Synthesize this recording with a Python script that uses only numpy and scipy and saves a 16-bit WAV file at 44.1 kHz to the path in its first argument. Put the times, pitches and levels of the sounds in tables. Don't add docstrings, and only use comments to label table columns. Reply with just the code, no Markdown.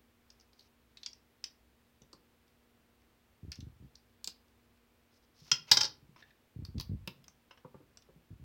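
import sys
import numpy as np
from scipy import signal
from scipy.fft import rfft, irfft
from scipy.io import wavfile
from scipy.ndimage import map_coordinates

SR = 44100
rng = np.random.default_rng(int(sys.argv[2]) if len(sys.argv) > 2 else 0)


def dump_mix(stems):
    frames = np.atleast_2d(stems).T
    limited = np.clip(frames, -1, 1)
    pcm = np.round(limited * 32767).astype(np.int16)
    wavfile.write(sys.argv[1], SR, pcm)


N = 372202

# freq_hz [Hz], level_db [dB]
AIR_SPECTRUM = [(15, -17.5), (40, -13.5), (58, 4), (78, -4), (95, -3.5), (160, -11.5), (320, -9.5),
                (600, -15), (1300, -18), (2600, -20.5), (4000, -24.5), (6500, -30), (11000, -32),
                (15500, -27.5)]
# pitch_hz [Hz], level_db [dB]
HUM_TONES = [(237, -78), (474, -87.5)]
# freq_hz [Hz], t60_s [s]
ROOM_DECAY = [(100, 0.82), (400, .42), (1500, 0.28), (5000, 0.23), (8000, 0.13), (14000, .28)]

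# start_s [s], level_db [dB], ring_hz [Hz], shell_hz [Hz], shell_db [dB], stud_db [dB], crack_db [dB], chatter_db [dB]
BRICK_CLICKS = [(0.3023, -31.5, 5330, 2840, -13, -24, -27, 3), (0.398, -39.5, 5500, 2900, -14, -24, -18, 9),
                (0.4095, -38.5, 5460, 2100, -15, -21, -19, 8),
                (0.5314, -41.5, 4450, 3650, -10, -20, -16, 9.5),
                (0.5928, -33, 4500, 3730, -21, -15, -14.5, 12),
                (0.6072, -38, 4360, 3880, -15, -24, -13, 11), (0.9707, -29, 4200, 3430, -2, -20, -21, 14),
                (1.0315, -24.5, 4300, 3700, -2, -24, -23.5, 7),
                (1.061, -13.5, 5140, 3400, -7.5, -35, -48, -3), (1.131, -27, 5230, 3140, -15, -21, -30, 1),
                (1.44, -10.5, 5250, 2900, -11, -12.5, -23, 23),
                (2.0186, -38.5, 6150, 3720, -4, -15, -20, -5),
                (2.1296, -28.5, 4700, 3320, -19, -9, -22, 14),
                (3.5178, -17, 5160, 2400, -8.5, -15, -16.5, 3), (3.5274, -29, 4900, 2660, -1, -23, -26, -6),
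                (3.5562, -30.5, 5540, 3430, -7, -21, -18, -11.5),
                (3.6043, -34.5, 5870, 3780, 3.5, -16, -12, -3),
                (3.9539, -29.5, 5060, 3930, -21, -22, -26, 2),
                (4.2431, -17, 5030, 3780, -9, -0.5, -9.5, -4.5),
                (4.2739, -11, 4870, 3850, -7.5, -4, -15.5, -4),
                (6.6495, -23.5, 4810, 3560, -12, -15, -14.5, 7),
                (6.781, -29.5, 4910, 3610, 0, -16, -18, -2),
                (6.7981, -15, 4900, 3750, -8.5, -20, -12.5, 18),
                (6.8088, -22.5, 5060, 3730, -1, -22, -2.5, -3.5),
                (7.0747, -20, 5150, 3450, 4.5, -17, -4.5, -1), (7.241, -40.5, 5200, 3000, 0.5, -10, -1, 20),
                (7.281, -28, 5940, 1854, -14, -11.5, -19, 0), (7.9718, -29.5, 5700, 3805, -9, -6, -22, -1),
                (8.021, -42.5, 5260, 3650, -1, -18, -12, 2)]
# freq_hz [Hz], level_db [dB]
CRACK_SPECTRUM = [(2000, -16.5), (5000, -5), (8300, -14.5), (9800, -3), (12000, -2.5), (14500, -1),
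                  (16000, -1)]

# start_s [s], length_s [s], plastic_db [dB], wood_db [dB]
SLIDE_STROKES = [(0.532, 0.14, -76, -87), (0.99, 0.052, -76, -86), (5.106, 0.069, -74.5, -89),
                 (5.218, 0.031, -75.5, -90), (5.33, 0.12, -66, -79.5), (5.438, 0.061, -62, -67),
                 (5.667, .035, -59, -54.5), (6.16, 0.053, -71, -67), (6.235, 0.065, -81, -74)]
# freq_hz [Hz], level_db [dB]
RUB_SPECTRUM = [(500, -25), (2000, -27), (3500, -7), (5300, 1), (6500, -8), (8500, -29.5), (16000, -23)]
# freq_hz [Hz], level_db [dB]
SCRAPE_SPECTRUM = [(200, -19), (900, 5.5), (1700, 3.5), (3000, 7), (6000, -13), (12000, -44.5)]
# freq_hz [Hz], level_db [dB]
FIZZ_SPECTRUM = [(3000, -20), (6000, -0.5), (9000, -2.5), (14500, -0.5), (16000, -2)]

# start_s [s], level_db [dB], brightness_hz [Hz]
DULL_KNOCKS = [(2.016, -32.5, 490), (2.131, -30, 940), (4.275, -30, 1500), (5.417, -29.5, 280),
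               (5.517, -23.5, 443), (5.714, -15, 554), (6.019, -31, 248), (6.087, -30.5, 249),
               (7.074, -16, 760), (7.647, -20.5, 806), (7.743, -23, 683), (7.802, -31, 494),
               (8.088, -30.5, 597), (8.159, -30.5, 397)]
# freq_hz [Hz], level_db [dB]
WOOD_SPECTRUM = [(40, -23), (80, -7.5), (140, 6), (240, -3.5), (370, -2.5), (460, -4.5), (550, -2.5),
                 (690, -18), (900, -3), (1400, -4), (2500, -13), (5500, -10.5), (9000, -35)]

# start_s [s], length_s [s], peak_db [dB], pitch_hz [Hz]
TABLE_PUSHES = [(3.423, 0.056, -41.5, 92), (3.59, 0.074, -40, 102), (3.801, 0.047, -47.5, 112),
                (6.558, .06, -37, 98), (6.689, .115, -40.5, 95.4), (6.749, 0.019, -32.5, 130),
                (6.891, 0.044, -32, 105), (8.305, 0.022, -44.5, 80), (8.400, .022, -49, 120)]
# freq_hz [Hz], width_hz [Hz], level_db [dB]
TABLE_SWAY_MODES = [(72, 21, 0.5)]

# start_s [s], level_db [dB], ring_hz [Hz], edge_db [dB]
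PLATE_CONTACTS = [(5.5148, 4.5, 5396, -29), (5.517, -1, 5176, -27.5)]
# start_s [s], level_db [dB], ring_hz [Hz], edge_db [dB]
MODEL_BOUNCES = [(5.7136, 6.5, 5105, -14), (5.717, 5.5, 4500, -19), (5.7265, -5.5, 4570, -22.5),
                 (5.7702, 2.5, 5350, -25), (5.806, -12, 5460, -16), (5.8096, -0.5, 5240, -26.5),
                 (5.8322, -7.5, 4780, -23.5), (5.843, -10.5, 4440, -32), (5.851, -12.5, 5170, -22.5)]
# freq_hz [Hz], width_hz [Hz], level_db [dB]
PLATE_MODES = [(1400, 120, -6.5), (1910, 400, -14), (2679, 160, -2.5), (3210, 170, 0.5),
               (4350, 192.7, -14.5), (4560, 160, -12.5), (5124, 76, 7.5), (5680, 190, 0), (6100, 120, -8),
               (6905, 189, -17)]
# freq_hz [Hz], width_hz [Hz], level_db [dB]
MODEL_MODES = [(1380, 87, -9.5), (1688, 130, -9.5), (2026, 130, -8), (2350, 140, -13.5), (3170, 190, -2.5),
               (3775, 110, 2), (3965, 100, -5.5), (4208, 90, -3.5), (4600, 110, -3.5), (4780, 95, 1),
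               (5035, 110, 0.5), (5180, 100, 0.5), (5500, 160, 4.5), (5800, 140, -4.5), (6300, 160, -13)]
# freq_hz [Hz], width_hz [Hz], level_db [dB]
BOARD_MODES = [(288.5, 70, -3), (399, 39, -5.5), (554, 15, -2), (865, 70, 2), (1016, 65, 0.5),
               (1420, 120, 0.5)]
# freq_hz [Hz], width_hz [Hz], level_db [dB]
THUMP_MODES = [(145, 40, -1)]

# start_s [s], level_db [dB], low_hz [Hz], high_hz [Hz], wood_db [dB]
PIECE_NUDGES = [(6.161, -37.5, 1003, 5140, 3.5), (6.222, -30.5, 1676, 3550, -6.5),
                (6.305, -40, 1734, 3600, -6), (7.509, -33.5, 2600, 5000, 4.5), (7.574, -41, 2870, 5300, 3)]
# freq_hz [Hz], level_db [dB]
TINY_SPECTRUM = [(200, -3), (500, 6.5), (1000, 4), (1700, 3), (3400, -6.5), (4300, -8), (5300, -8),
                 (7000, -33), (14000, -40)]

AIR_DB = -70
KNOCK_IN_HAND_DB, KNOCK_ON_TABLE_DB = -27.5, -12.5
# (from s, to s), then one tick with the columns of BRICK_CLICKS after start_s
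FUMBLING_S, FAINT_TICK = (2, 5.0), (-50, 5100, 2600, -1, -13, -5.5, 10)
FAINT_SCATTER_DB, FAINT_SCATTER_HZ = 4, 400
SLIDE_SWELL, SLIDE_RELEASE_S = 0.6, 0.015
FIZZ_DB = -16.5
JOLT_SCATTER_S, JOLT_SCATTER_DB, JOLT_SCATTER_HZ = 0.00293, 0.5, 12
STUD_OVER_EDGE_DB = -2
NUDGE_HIGH_DB = -6
TOP_HZ = 15950
T = np.arange(8192) / SR
HZ = np.fft.rfftfreq(len(T), 1 / SR)


def amp(db):
    return 10 ** (np.asarray(db) / 20)


def unit(x):
    return x / np.sqrt(np.mean(x ** 2) + 1e-20)


def along(points, hz):
    point_hz, value = np.transpose(points)
    return np.interp(np.log(hz + 1), np.log(point_hz + 1), value)


def wobble(rate):
    knots = rng.standard_normal(int(N * rate / SR) + 4)
    return map_coordinates(knots, [np.arange(N) * rate / SR])


def noise(spectrum):
    gain = amp(along(spectrum, np.fft.rfftfreq(N, 1 / SR)))
    return unit(irfft(rfft(rng.standard_normal(N)) * gain, N))


def causal(gain):
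    cepstrum = irfft(np.log(np.maximum(gain, 1e-6)))
    cepstrum[1:len(T) // 2] *= 2
    cepstrum[len(T) // 2 + 1:] = 0
    return np.exp(rfft(cepstrum))


def resonances(modes):
    power = 0
    for centre, width, db in modes:
        mode = amp(db) * HZ * width / (centre * centre - HZ ** 2 + 1j * HZ * width)
        power = power + np.abs(mode) ** 2
    return causal(np.sqrt(power))


def radiation():
    bass_loss = 1 + (1200 / (HZ + 1)) ** 4
    treble_loss = 1 + (HZ / 7500) ** 16
    return causal(1 / np.sqrt(bass_loss * treble_loss))


def ring(hz, width_hz):
    return resonances([(hz, width_hz, 0)]) ** 2 * radiation()


def contact(chatter_db, t60, repeat_db=-60):
    chatter = rng.standard_normal(len(T)) * amp(-60 * T / t60) * (1 - np.exp(-T / 0.0017))
    force = amp(chatter_db) * chatter / np.linalg.norm(chatter)
    force[round(0.0008 * SR)] += 1
    force[round(rng.uniform(0.0026, 0.0034) * SR)] += amp(repeat_db)
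    return force


def struck(force, response):
    x = irfft(rfft(force) * response)
    return x / (np.linalg.norm(x) + 1e-12)


def in_room(x, wet_db):
    hz, t, grains = signal.stft(rng.standard_normal(SR // 2), SR, nperseg=256)
    decay = amp(-60 * t / along(ROOM_DECAY, hz)[:, None])
    tail = signal.istft(grains * decay, SR, nperseg=256)[1]
    age = np.arange(len(tail)) / SR
    tail *= (1 - np.exp(-age / 0.0072)) * (1 + 1.8 * np.exp(-age / 0.014))
    tail *= amp(wet_db) / np.linalg.norm(tail)
    tail[0] += 1
    return signal.fftconvolve(x, tail)


def add(track, s, x):
    start = max(round(s * SR), 0)
    track[start:start + len(x)] += x[:N - start]


def room_tone():
    turns = np.cumsum(1 + 0.004 * wobble(7.9)) / SR
    hum = sum(amp(db) * np.sqrt(2) * np.sin(2 * np.pi * hz * turns) for hz, db in HUM_TONES)
    return amp(AIR_DB) * noise(AIR_SPECTRUM) + hum * amp(2.1 * wobble(1.7))


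def bricks():
    track = np.zeros(N)
    stud = ring(7520, width_hz=2100)
    crack = causal(amp(along(CRACK_SPECTRUM, HZ)))
    knock = resonances([(1050, 690, 0)])
    ticks = BRICK_CLICKS + faint_ticks(count=4)
    for s, db, ring_hz, shell_hz, shell_db, stud_db, crack_db, chatter_db in ticks:
        shell = resonances([(shell_hz, 1100, 0), (0.74 * shell_hz, 600, -7)]) * radiation()
        force = contact(chatter_db, t60=0.016, repeat_db=-7.5)
        in_hand = s < PLATE_CONTACTS[0][0]
        knock_db = KNOCK_IN_HAND_DB if in_hand else KNOCK_ON_TABLE_DB
        click = struck(force, ring(ring_hz, width_hz=1600))
        click += amp(shell_db) * struck(contact(chatter_db=20, t60=0.027), shell)
        click += amp(stud_db) * struck(force, stud)
        click += amp(crack_db) * struck(force, crack)
        click += amp(knock_db) * struck(force, knock)
        add(track, s, in_room(amp(db) * click, wet_db=-8))
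    return track


def faint_ticks(count):
    db, ring_hz, *colour = FAINT_TICK
    times = rng.uniform(*FUMBLING_S, count)
    scatter = rng.standard_normal((count, 2))
    rows = []
    for s, (louder, higher) in zip(times, scatter):
        rows.append((s, db + FAINT_SCATTER_DB * louder, ring_hz + FAINT_SCATTER_HZ * higher, *colour))
    return rows


def slides():
    track, now = np.zeros(N), np.arange(N) / SR
    colours = (RUB_SPECTRUM, SCRAPE_SPECTRUM, FIZZ_SPECTRUM)
    rub, scrape, fizz = (unit(noise(colour) * amp(3 * wobble(220))) for colour in colours)
    plastic = rub + amp(FIZZ_DB) * fizz
    for s, length, plastic_db, wood_db in SLIDE_STROKES:
        corners_s = [0, SLIDE_SWELL * length, length, length + SLIDE_RELEASE_S]
        pressure = np.interp(now - s, corners_s, [0, 1, 1, 0])
        track += pressure * (amp(plastic_db) * plastic + amp(wood_db) * scrape)
    return track


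def dull_knocks():
    track = np.zeros(N)
    for s, db, bright_hz in DULL_KNOCKS:
        treble_loss = np.sqrt(1 + (HZ / bright_hz) ** 5)
        wood = causal(amp(along(WOOD_SPECTRUM, HZ)) / treble_loss)
        knock = struck(contact(chatter_db=10, t60=0.063), wood)
        add(track, s, in_room(amp(db) * knock, wet_db=-9))
    return track


def bumps(count):
    track = np.zeros(N)
    mount = causal(1 / np.sqrt((1 + (48 / (HZ + 1)) ** 12) * (1 + (HZ / 290) ** 6)))
    jolt_scatter = [JOLT_SCATTER_S, JOLT_SCATTER_DB, JOLT_SCATTER_HZ]
    for start, length, db, hz in TABLE_PUSHES:
        for s in np.linspace(start, start + length, count):
            late, louder, higher = rng.standard_normal(3) * jolt_scatter
            force = contact(chatter_db=-1, t60=0.12)
            table = resonances([(hz + higher, 55, 0)] + TABLE_SWAY_MODES)
            sway = struck(force, table * mount)
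            add(track, min(s + late, N / SR), amp(db + louder) * sway / np.abs(sway).max())
    return track


def landing(contacts, modes, ring_db, knock_db, thump_db, chatter_db, chatter_t60, wet_db):
    track = np.zeros(N)
    shell = resonances(modes) * radiation()
    crack = causal(amp(along(CRACK_SPECTRUM, HZ)))
    stud = resonances([(8110, 800, 0)]) ** 2
    board, thump = resonances(BOARD_MODES), resonances(THUMP_MODES)
    for s, db, ring_hz, edge_db in contacts:
        force = contact(chatter_db + 2.5, chatter_t60, repeat_db=-2)
        clack = struck(contact(chatter_db, chatter_t60, repeat_db=-9.5), shell)
        clack += amp(ring_db) * struck(force, ring(ring_hz, width_hz=1100))
        edge = struck(force, crack) + amp(STUD_OVER_EDGE_DB) * struck(force, stud)
        clack += amp(edge_db) * edge
        clack += amp(knock_db) * struck(force, board)
        clack += amp(thump_db) * struck(force, thump)
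        add(track, s, in_room(amp(db) * clack, wet_db))
    return track


def nudges():
    track = np.zeros(N)
    wood = causal(amp(along(TINY_SPECTRUM, HZ)))
    for s, db, low_hz, high_hz, wood_db in PIECE_NUDGES:
        force = contact(chatter_db=10, t60=0.038)
        tick = struck(force, resonances([(low_hz, 450, 0)]) ** 2)
        tick += amp(NUDGE_HIGH_DB) * struck(force, ring(high_hz, width_hz=680))
        tick += amp(wood_db) * struck(force, wood)
        add(track, s, in_room(amp(db) * tick, wet_db=-7.5))
    return track


def scene():
    set_down = landing(PLATE_CONTACTS, PLATE_MODES, ring_db=-5, knock_db=-24, thump_db=-29,
                       chatter_db=1, chatter_t60=0.025, wet_db=-7)
    topple = landing(MODEL_BOUNCES, MODEL_MODES, ring_db=1, knock_db=-12.5, thump_db=-24,
                     chatter_db=6.5, chatter_t60=0.032, wet_db=-7)
    small_contacts = bricks() + slides() + dull_knocks() + bumps(count=3) + nudges()
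    return (room_tone() + small_contacts + set_down + topple)[None]


def record(dry):
    in_band = np.fft.rfftfreq(N, 1 / SR) < TOP_HZ
    return irfft(rfft(dry) * in_band, N)


dry = scene()
out = record(dry)
dump_mix(out)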